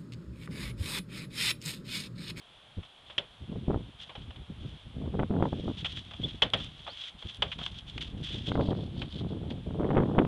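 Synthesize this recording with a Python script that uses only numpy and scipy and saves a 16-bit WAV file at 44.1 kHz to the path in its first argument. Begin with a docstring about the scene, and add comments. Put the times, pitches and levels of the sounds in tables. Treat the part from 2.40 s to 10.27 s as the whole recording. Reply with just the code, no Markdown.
"""A dog lying on a lawn chews and tugs a plastic swing seat, lets it knock against a slide, and scampers
off through grass and dry leaves. Each impact excites the damped modes of the hollow seat; the rustle is
a sum of many tiny snaps. Gusts sweep turbulent pressure over the microphone, and a bird chirps twice
above the wash of the yard. All is heard through a small camera whose microphone port, a Helmholtz
resonator, rings near 3.3 kHz."""
import sys
import numpy as np
from scipy import signal
from scipy.fft import rfft, irfft, next_fast_len
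from scipy.io import wavfile
from scipy.ndimage import uniform_filter1d, map_coordinates

SR = 44100
rng = np.random.default_rng(int(sys.argv[2]) if len(sys.argv) > 2 else 0)


def transcribe(signal):
    """Save signal, clipped to [-1, 1], as a 16-bit WAV file at the path in sys.argv[1]."""
    frames = np.atleast_2d(signal).T
    limited = np.clip(frames, -1, 1)
    pcm = np.round(limited * 32767).astype(np.int16)
    wavfile.write(sys.argv[1], SR, pcm)


N = 347067
TIME = np.arange(N) / SR

# Levels are relative within each table; spectra give density per hertz.
# spectrum of the still yard: frequency_hz, level_db
YARD_SPECTRUM = [(20, 2), (70, -20.5), (150, 2.5), (350, 2), (650, 8), (1200, 4.5), (2000, -2),
                 (3200, -3.5), (4500, -8), (10000, -12)]
# bird notes: start_s, length_s, start_hz, middle_hz, end_hz, level_db
BIRD_NOTES = [(3.83, 0.02976, 2945, 3458, 3080, -41.5), (4.482, 0.056, 3600, 4520, 5100, -50)]
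# spectrum of turbulence in a moderate gust: frequency_hz, level_db
EDDY_SPECTRUM = [(12, -18.5), (35, -8), (90, 2), (170, 1), (300, -6.5), (500, -16), (900, -32),
                 (1800, -78.5), (4000, -85)]
# light air between gusts: time_s, level_db
BREEZE_LEVELS = [(0, -74), (0.3, -63.5), (0.55, -74), (0.7, -64), (0.92, -62), (1.36, -44), (1.63, -60.5),
                 (2.42, -58), (2.6, -42), (3.3, -45), (3.7, -50), (4.4, -54), (4.66, -68), (5.1, -53),
                 (6.3, -39), (6.7, -46.5), (7.22, -46.5), (7.87, -36)]
# gusts on the microphone, and the low rumble of two seat knocks: start_s, length_s, level_db
GUSTS_AND_RUMBLES = [(0.365, 0.026, -34), (1.0, 0.038, -39.5), (1.075, 0.11, -37.5), (1.2, 0.06, -39.5),
                     (1.265, 0.105, -32), (1.38, 0.035, -39), (1.765, 0.086, -45.5), (1.865, 0.051, -45),
                     (1.96, 0.057, -43.5), (2.075, 0.044, -40.5), (2.14, 0.22, -47), (2.205, 0.094, -41),
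                     (2.44, 0.047, -45), (2.53, 0.071, -42), (2.61, 0.09, -35), (2.73, 0.1, -30),
                     (2.89, 0.19, -30), (3.1, 0.098, -38), (3.22, 0.09, -35), (3.375, 0.22, -46.5),
                     (3.78, 0.098, -38), (3.92, 0.031, -41), (4.02, 0.046, -40), (4.135, 0.14, -43),
                     (4.73, 0.038, -52.5), (4.83, 0.026, -39.5), (4.975, 0.0976, -45), (5.155, 0.065, -45),
                     (5.295, 0.041, -45), (5.54, 0.14, -43), (5.71, 0.12, -41.5), (5.91, 0.078, -40),
                     (6.065, 0.27, -31), (6.175, 0.041, -25.5), (6.34, 0.11, -36), (6.515, 0.15, -37.5),
                     (6.72, 0.47, -37), (7.25, 0.14, -34), (7.38, 0.48, -30), (7.53, 0.092, -26),
                     (7.76, 0.048, -23)]
# single hard eddies that hit the port: centre_s, level_db, half_width_s
HARD_EDDIES = [(1.159, -28.5, 0.00052), (1.283, -15, 0.00077), (1.3071, -15.5, 0.00048),
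               (1.331, -29, 0.00034), (1.3446, -16.5, .00043), (1.3609, -18, 0.00068),
               (2.7937, -14, 0.00038), (2.7983, -19.5, 0.00027), (2.828, -28.5, 0.00028),
               (2.8332, -14.5, 0.00039), (2.906, -17.5, 0.00086), (2.9395, -29, .00037),
               (3.007, -14.5, .0006), (3.0256, -8.5, 0.00038), (3.066, -27, 0.0004), (3.13, -16, 0.00051),
               (3.28, -21, 0.00045), (6.1189, -15.5, 0.00029), (6.155, -14.5, 0.00036),
               (6.166, -33, 0.00025), (6.186, -19, 0.0012), (6.2109, -24, 0.00023), (6.288, -14.5, 0.00074),
               (7.398, -17, .0005), (7.5053, -15, 0.00035), (7.5128, -19, 0.00029), (7.5558, -27, 0.00021),
               (7.5699, -9.5, 0.00033), (7.5789, -10, 0.00037), (7.5891, -18, 0.00033),
               (7.6027, -11, 0.00041), (7.607, -17, 0.00042), (7.7831, -7.5, 0.00053),
               (7.7885, -7, 0.00027), (7.7937, -16.5, 0.00026), (7.8501, -16.5, 0.00032)]
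# spectra of rustling grass and of dry leaves: frequency_hz, level_db
GRASS_SPECTRUM = [(200, -17.5), (600, -10.5), (1500, 2), (2400, 1.5), (3300, 6.5), (4400, 0), (6000, 2),
                  (10000, -4.5)]
LEAF_SPECTRUM = [(300, -23), (1500, 0), (2400, -2), (3300, 3.5), (4500, 4.5), (6000, -4), (10000, -6.5)]
# paws and body brushing the grass: start_s, length_s, level_db
GRASS_STROKES = [(0.43, 0.04, -54), (0.66, 0.071, -55), (1.585, 0.054, -43), (1.65, 0.19, -55.5),
                 (2.2, 0.22, -54), (3.02, 0.96, -50.5), (3.37, 0.041, -41), (3.45, 0.072, -39),
                 (3.545, 0.046, -40.5), (3.81, 0.097, -44.5), (4.175, 0.087, -41), (4.26, 0.3, -51),
                 (4.46, 0.096, -46), (4.565, 0.125, -39), (4.78, 0.18, -47.5), (4.881, 0.019, -37),
                 (5.075, 0.078, -46), (5.18, 0.1, -39), (5.31, 0.091, -45.5), (5.465, 0.041, -44.5),
                 (5.53, 0.18, -49.5), (5.605, 0.028, -35), (5.77, 0.06, -52), (5.825, 0.16, -38.5),
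                 (6.0, 0.05, -46.5), (6.052, 0.038, -36.5)]
# bounds through the leaves as the dog runs off: centre_s, length_s, level_db
LEAF_BOUNDS = [(6.139, 0.054, -56), (6.246, 0.11, -56.5), (6.305, 0.04, -60.5), (6.411, 0.13, -60.5),
               (6.604, 0.1, -57), (6.741, 0.093, -55), (6.797, 0.036, -53.5), (6.908, 0.048, -63),
               (7.114, 0.032, -57)]
# single stalks breaking: start_s, level_db
STALK_SNAPS = [(1.6354, -52), (3.5643, -40), (4.1022, -33), (4.1759, -33), (4.2456, -32), (4.9465, -33),
               (4.9573, -33.5), (4.9715, -34), (5.1888, -43), (5.2639, -31), (5.6149, -33), (5.8386, -35)]
# normal modes of the plastic seat: pitch_hz, level_db, t60_s (capped in strikes)
SEAT_MODES = [(343, -34, 0.45), (494, 27, 0.27), (992, -31, 0.3), (1003, -25, 0.067), (1670, -19, 0.053),
              (1845, 19, 0.16), (1940, -6, 0.02), (2120, -53, 0.056), (3130, 9, 0.12)]
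# light bumps of teeth, paws and rope: start_s, crack_db, body_db, clatter_s
LIGHT_BUMPS = [(0.43, -47, -48.5, 0.011), (0.698, -43, -42, 0.016), (1.602, -41.5, -74.5, 0.006),
               (1.693, -56, -38, 0.008), (1.7524, -39.5, -37, 0.012), (1.9054, -44.5, -45, 0.01),
               (1.96, -45, -50, 0.0081), (3.446, -28, -34.5, 0.025), (3.5723, -38, -61, 0.0053),
               (3.71, -41.5, -44.5, 0.0093), (3.736, -41, -43, 0.007), (4.2014, -35, -46, 0.0069),
               (4.464, -50, -36.5, 0.01), (4.4753, -57, -31, 0.0065), (4.8236, -40, -42.5, 0.0055),
               (5.117, -30.5, -68, 0.02), (5.186, -47, -35.5, 0.0063), (5.2126, -38.5, -37.5, 0.0069),
               (5.2625, -27, -45, 0.0052), (5.5785, -32, -47, 0.0061), (5.617, -43.5, -66, 0.013),
               (6.6166, -34, -35, 0.0098), (7.1055, -41, -62, 0.011)]
# spectra of a bump's scuffing contact and of its thud: frequency_hz, level_db
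SCUFF_SPECTRUM = [(300, -23), (1200, 6), (1900, 4.5), (2700, 4.5), (3300, 4), (4400, -7.5), (6000, -6),
                  (10000, -12)]
THUD_SPECTRUM = [(100, -27), (400, -4.5), (600, 4.5), (850, 3.5), (1200, -2), (1800, -9.5), (3000, -12.5),
                 (6000, -31)]
# hard knocks of the seat: start_s, crack_db, body_db, clatter_s
HARD_KNOCKS = [(0.7808, -15.5, -38, 0.0061), (4.0208, -10, -27, 0.019), (4.135, -14.5, -30, 0.013),
               (5.022, -15, -34, 0.0098)]
# spectra of a knock's crack and of the hollow body: frequency_hz, level_db
CRACK_SPECTRUM = [(300, -8), (1000, 2), (2000, -6), (2700, -4), (3250, 1.5), (3800, -11), (4500, -13.5),
                  (5500, -11.5), (10000, -21)]
HOLLOW_SPECTRUM = [(50, -21.5), (140, 1.5), (300, -8), (550, -0.5), (1000, -10.5), (1800, -15.5),
                   (3000, -19.5), (6000, -32)]


def amp(db):
    """Amplitude ratio of a level in decibels."""
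    return 10 ** (np.asarray(db) / 20)


def unit_rms(x):
    """Normalisation to unit mean power."""
    return x / np.sqrt(np.mean(x ** 2) + 1e-20)


def add(mix, start_s, sound):
    """Superposition: a sound is summed into the mix from its start time."""
    part = mix[max(round(start_s * SR), 0):][:len(sound)]
    part += sound[:len(part)]


def gains(spectrum, hz):
    """Amplitude response, with levels interpolated on a log-frequency axis."""
    corner_hz, level_db = np.transpose(spectrum)
    return amp(np.interp(np.log(hz + 1), np.log(corner_hz), level_db))


def noise(spectrum, size=N):
    """Stationary noise: white noise weighted by a spectrum."""
    padded = next_fast_len(size, True)
    white = rfft(rng.standard_normal(padded))
    return unit_rms(irfft(white * gains(spectrum, np.fft.rfftfreq(padded, 1 / SR)), padded)[:size])


def wander(hz):
    """Random modulation: noise low-passed at hz."""
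    padded = next_fast_len(N, True)
    white = rfft(rng.standard_normal(padded))
    return unit_rms(irfft(white / (1 + (np.fft.rfftfreq(padded, 1 / SR) / hz) ** 4), padded)[:N])


def colour(x, spectrum, size=2048):
    """A minimum-phase filter is causal, so clicks keep their sharp fronts."""
    log_gain = np.log(gains(spectrum, abs(np.fft.fftfreq(size, 1 / SR))))
    response = np.exp(np.conj(signal.hilbert(log_gain)))
    taps = np.fft.ifft(response).real[:size // 2]
    return signal.fftconvolve(x, taps)[:len(x)]


def port(x, resonance_hz=3352, q=7.34):
    """Helmholtz resonance: the port's air is a mass on a spring, flat below its peak, falling above."""
    size = next_fast_len(len(x) + 2048)
    ratio = np.fft.rfftfreq(size, 1 / SR) / resonance_hz
    return irfft(rfft(x, size) / (1 - ratio ** 2 + 1j * ratio / q), size)[:len(x)]


def unit_burst(x):
    """Normalisation of a transient: its loudest moment through the port has rms 1."""
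    return x / np.sqrt(uniform_filter1d(port(x) ** 2, size=256).max())


def swell_power(events, rise_s, fall_s):
    """Incoherent events add in power; each rises, holds and decays exponentially."""
    power = np.zeros(N)
    for start_s, length_s, level_db in events:
        t = np.arange(0, length_s + 8 * fall_s, 1 / SR)
        envelope = np.minimum(t / rise_s, 1) * np.exp(-np.maximum(t - length_s, 0) / fall_s)
        add(power, start_s, (amp(level_db) * envelope) ** 2)
    return power


def yard(level_db=-62):
    """Distant outdoor sound merges into stationary noise."""
    return amp(level_db) * noise(YARD_SPECTRUM)


def bird(flutter=0.35, waver=0.019):
    """Nearly pure tones glide in pitch, with random amplitude and frequency modulation."""
    notes = np.zeros(N)
    for start_s, length_s, start_hz, middle_hz, end_hz, level_db in BIRD_NOTES:
        progress = np.linspace(0, 1, round(length_s * SR))
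        pitch_hz = np.polyval(np.polyfit([0, .5, 1], [start_hz, middle_hz, end_hz], 2), progress)
        pitch_hz *= 1 + waver * wander(hz=400)[:len(progress)]
        tone = np.sin(2 * np.pi * np.cumsum(pitch_hz) / SR)
        add(notes, start_s, amp(level_db) * np.sin(np.pi * progress) ** 2 * tone)
    return notes * (1 + flutter * wander(hz=250))


def wind(moderate_db=-35.5, brightening=.5, slowest=.58, fastest=3.5, low_cut_hz=42, trim_db=-0.03):
    """Frozen turbulence: eddies are swept past the port, so faster air is both louder and higher."""
    light_air = amp(np.interp(TIME, *np.transpose(BREEZE_LEVELS)))
    # the same low noise gives two seat knocks their rumble
    level_db = 10 * np.log10(light_air ** 2 + swell_power(GUSTS_AND_RUMBLES, rise_s=.018, fall_s=.016))
    excess_db = uniform_filter1d(level_db, size=1800) - moderate_db
    flow = np.maximum(amp(brightening * excess_db), slowest)  # 1 in a moderate gust
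    sputter_db = 2.5 * np.minimum(flow, 1.1) * np.clip(wander(hz=172.3), -2.3, 2.3)
    speed = fastest * np.tanh(flow * amp(sputter_db) / fastest)
    eddies = noise(EDDY_SPECTRUM, size=2 * N)
    pressure = map_coordinates(eddies, [np.cumsum(speed)], order=3, mode="wrap")
    pressure = signal.sosfilt(signal.butter(1, low_cut_hz, "high", fs=SR, output="sos"), pressure)
    local_power = uniform_filter1d(uniform_filter1d(pressure ** 2, size=1300), size=500)
    pressure /= np.sqrt(local_power)
    # light air comes and goes; a gust holds
    puffing_db = 2.75 * np.clip(wander(hz=28.6), -3, 1.5) / np.maximum(flow, 1)
    return amp(level_db + trim_db + puffing_db + sputter_db / 2) * pressure


def buffets(wake_gain=0.058, wake_widths=10):
    """Pressure is low in a vortex core: each hard eddy is a brief suction with a ragged wake."""
    pressure = np.zeros(N)
    t = np.arange(-SR // 80, SR // 80) / SR
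    for centre_s, level_db, half_width_s in HARD_EDDIES:
        position = t / half_width_s
        smoothing = np.hanning(max(round(2 * half_width_s * SR), 8))
        ragged = unit_rms(np.convolve(rng.standard_normal(len(t)), smoothing, "same"))
        wake = wake_gain * ragged * np.exp(-(position / wake_widths - .5) ** 2)
        suction = (1 + position ** 2) ** -1.5
        add(pressure, centre_s + t[0], amp(level_db) * (wake - suction))
    return pressure


def rustle(spectrum, snaps_per_s, spread_db, swish, clumps_db):
    """Shot noise: blades and leaves snap at random over the soft swish of fur and paws."""
    snaps = (rng.random(N) < snaps_per_s / SR) * rng.choice([-1, 1], N)
    strength = amp(spread_db * np.minimum(rng.exponential(1, N), 4.5))
    crisp = unit_rms(np.diff(snaps * strength, prepend=0))  # a snap is brighter than the swish
    friction = swish * rng.standard_normal(N)
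    clumps = amp(clumps_db * wander(hz=60.4))
    return unit_rms(colour((crisp + friction) * clumps, spectrum))


def grass(gain_db=-10):
    """The dog's strokes modulate the amplitude of the rustle under the swing."""
    effort = np.sqrt(swell_power(GRASS_STROKES, rise_s=0.0088, fall_s=.014))
    blades = rustle(GRASS_SPECTRUM, snaps_per_s=500, spread_db=4.5, swish=0.85, clumps_db=2.0)
    return amp(gain_db) * effort * blades


def leaves(gain_db=3):
    """Each bound puts a Gaussian envelope on the rustle of dry leaves farther off."""
    strides = sum(amp(level_db) * np.exp(-(2 * (TIME - centre_s) / length_s) ** 2)
                  for centre_s, length_s, level_db in LEAF_BOUNDS)
    crackle = rustle(LEAF_SPECTRUM, snaps_per_s=900, spread_db=3.0, swish=0.38, clumps_db=2.5)
    return amp(gain_db) * strides * crackle


def stalks(gain_db=9, decay_s=0.00034):
    """Brittle fracture: a breaking stalk releases its strain as one bright click."""
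    snaps = np.zeros(N)
    t = np.arange(200) / SR
    for start_s, level_db in STALK_SNAPS:
        snap = np.diff(rng.standard_normal(len(t)) * np.exp(-t / decay_s))
        add(snaps, start_s, amp(level_db + gain_db) * snap / abs(snap).max())
    return snaps


def strikes(blows, crack_spectrum, body_spectrum, crack_gain_db, body_gain_db,
            ring, tick, first_touch, tail_db, tail_t60_s, body_t60_s):
    """Impact excitation: a blow ticks and clatters, the seat's modes ring on, the yard scatters it."""
    impacts = np.zeros(N)
    t = np.arange(SR // 3) / SR
    for start_s, crack_db, body_db, clatter_s in blows:
        grit, scatter, shell = rng.standard_normal((3, len(t)))
        progress = t / clatter_s
        contact = np.minimum(first_touch + progress, 1) * np.exp(-progress ** 4)
        tail = scatter * amp(tail_db - 60 * t / tail_t60_s)
        crack = unit_burst(colour(grit * contact + tail, crack_spectrum))
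        edge = np.diff(rng.standard_normal(len(t)), prepend=0) * np.exp(-t / 0.00066)
        crack += tick * amp(crack_db) * edge  # the harder the blow, the sharper its first tick
        modes = sum(amp(db - 60 * t / min(t60_s, .15)) * np.sin(2 * np.pi * (hz * t + rng.random()))
                    for hz, db, t60_s in SEAT_MODES)
        hollow = colour(shell * amp(-60 * t / body_t60_s), body_spectrum)
        body = unit_rms(hollow) + ring * unit_rms(modes)
        body *= 1 - np.exp(-t / 0.0011)  # the shell takes a moment to start moving
        add(impacts, start_s, amp(crack_db + crack_gain_db) * crack)
        add(impacts, start_s, amp(body_db + body_gain_db) * unit_burst(body))
    return impacts


def seat_bumps():
    """Light contacts of teeth, paws and rope barely excite the modes: a scuff and a short thud."""
    return strikes(LIGHT_BUMPS, SCUFF_SPECTRUM, THUD_SPECTRUM, crack_gain_db=-2.5, body_gain_db=-6,
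                   ring=0.081, tick=4, first_touch=0.99, tail_db=-5, tail_t60_s=0.036, body_t60_s=0.11)


def seat_knocks():
    """A hard impulse, from the dog's jaw or against the slide: the seat cracks and its shell rings."""
    return strikes(HARD_KNOCKS, CRACK_SPECTRUM, HOLLOW_SPECTRUM, crack_gain_db=-6.5, body_gain_db=0,
                   ring=0.27, tick=0.94, first_touch=1, tail_db=7, tail_t60_s=0.046, body_t60_s=0.19)


def scene():
    """The pressures of all sources superpose at the microphone, in one channel."""
    seat = seat_knocks() + seat_bumps()
    air = wind() + buffets()
    lawn = grass() + leaves() + stalks()
    return (seat + air + lawn + bird() + yard())[None]


def record(dry, hiss_db=-73, whine_db=-89, whine_hz=8820, cutoff_hz=11400):
    """The port resonates, the camera adds its own hiss and faint whine, and a low-pass limits the band."""
    whine = np.sin(2 * np.pi * np.cumsum(whine_hz + 30 * wander(hz=22)) / SR)
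    heard = port(dry[0]) + amp(hiss_db) * rng.standard_normal(N) + amp(whine_db) * whine
    low_pass = signal.firwin(121, cutoff_hz, window=("kaiser", 8), fs=SR)
    return signal.oaconvolve(heard, low_pass, "same")[None]


dry = scene()
out = record(dry)
transcribe(out)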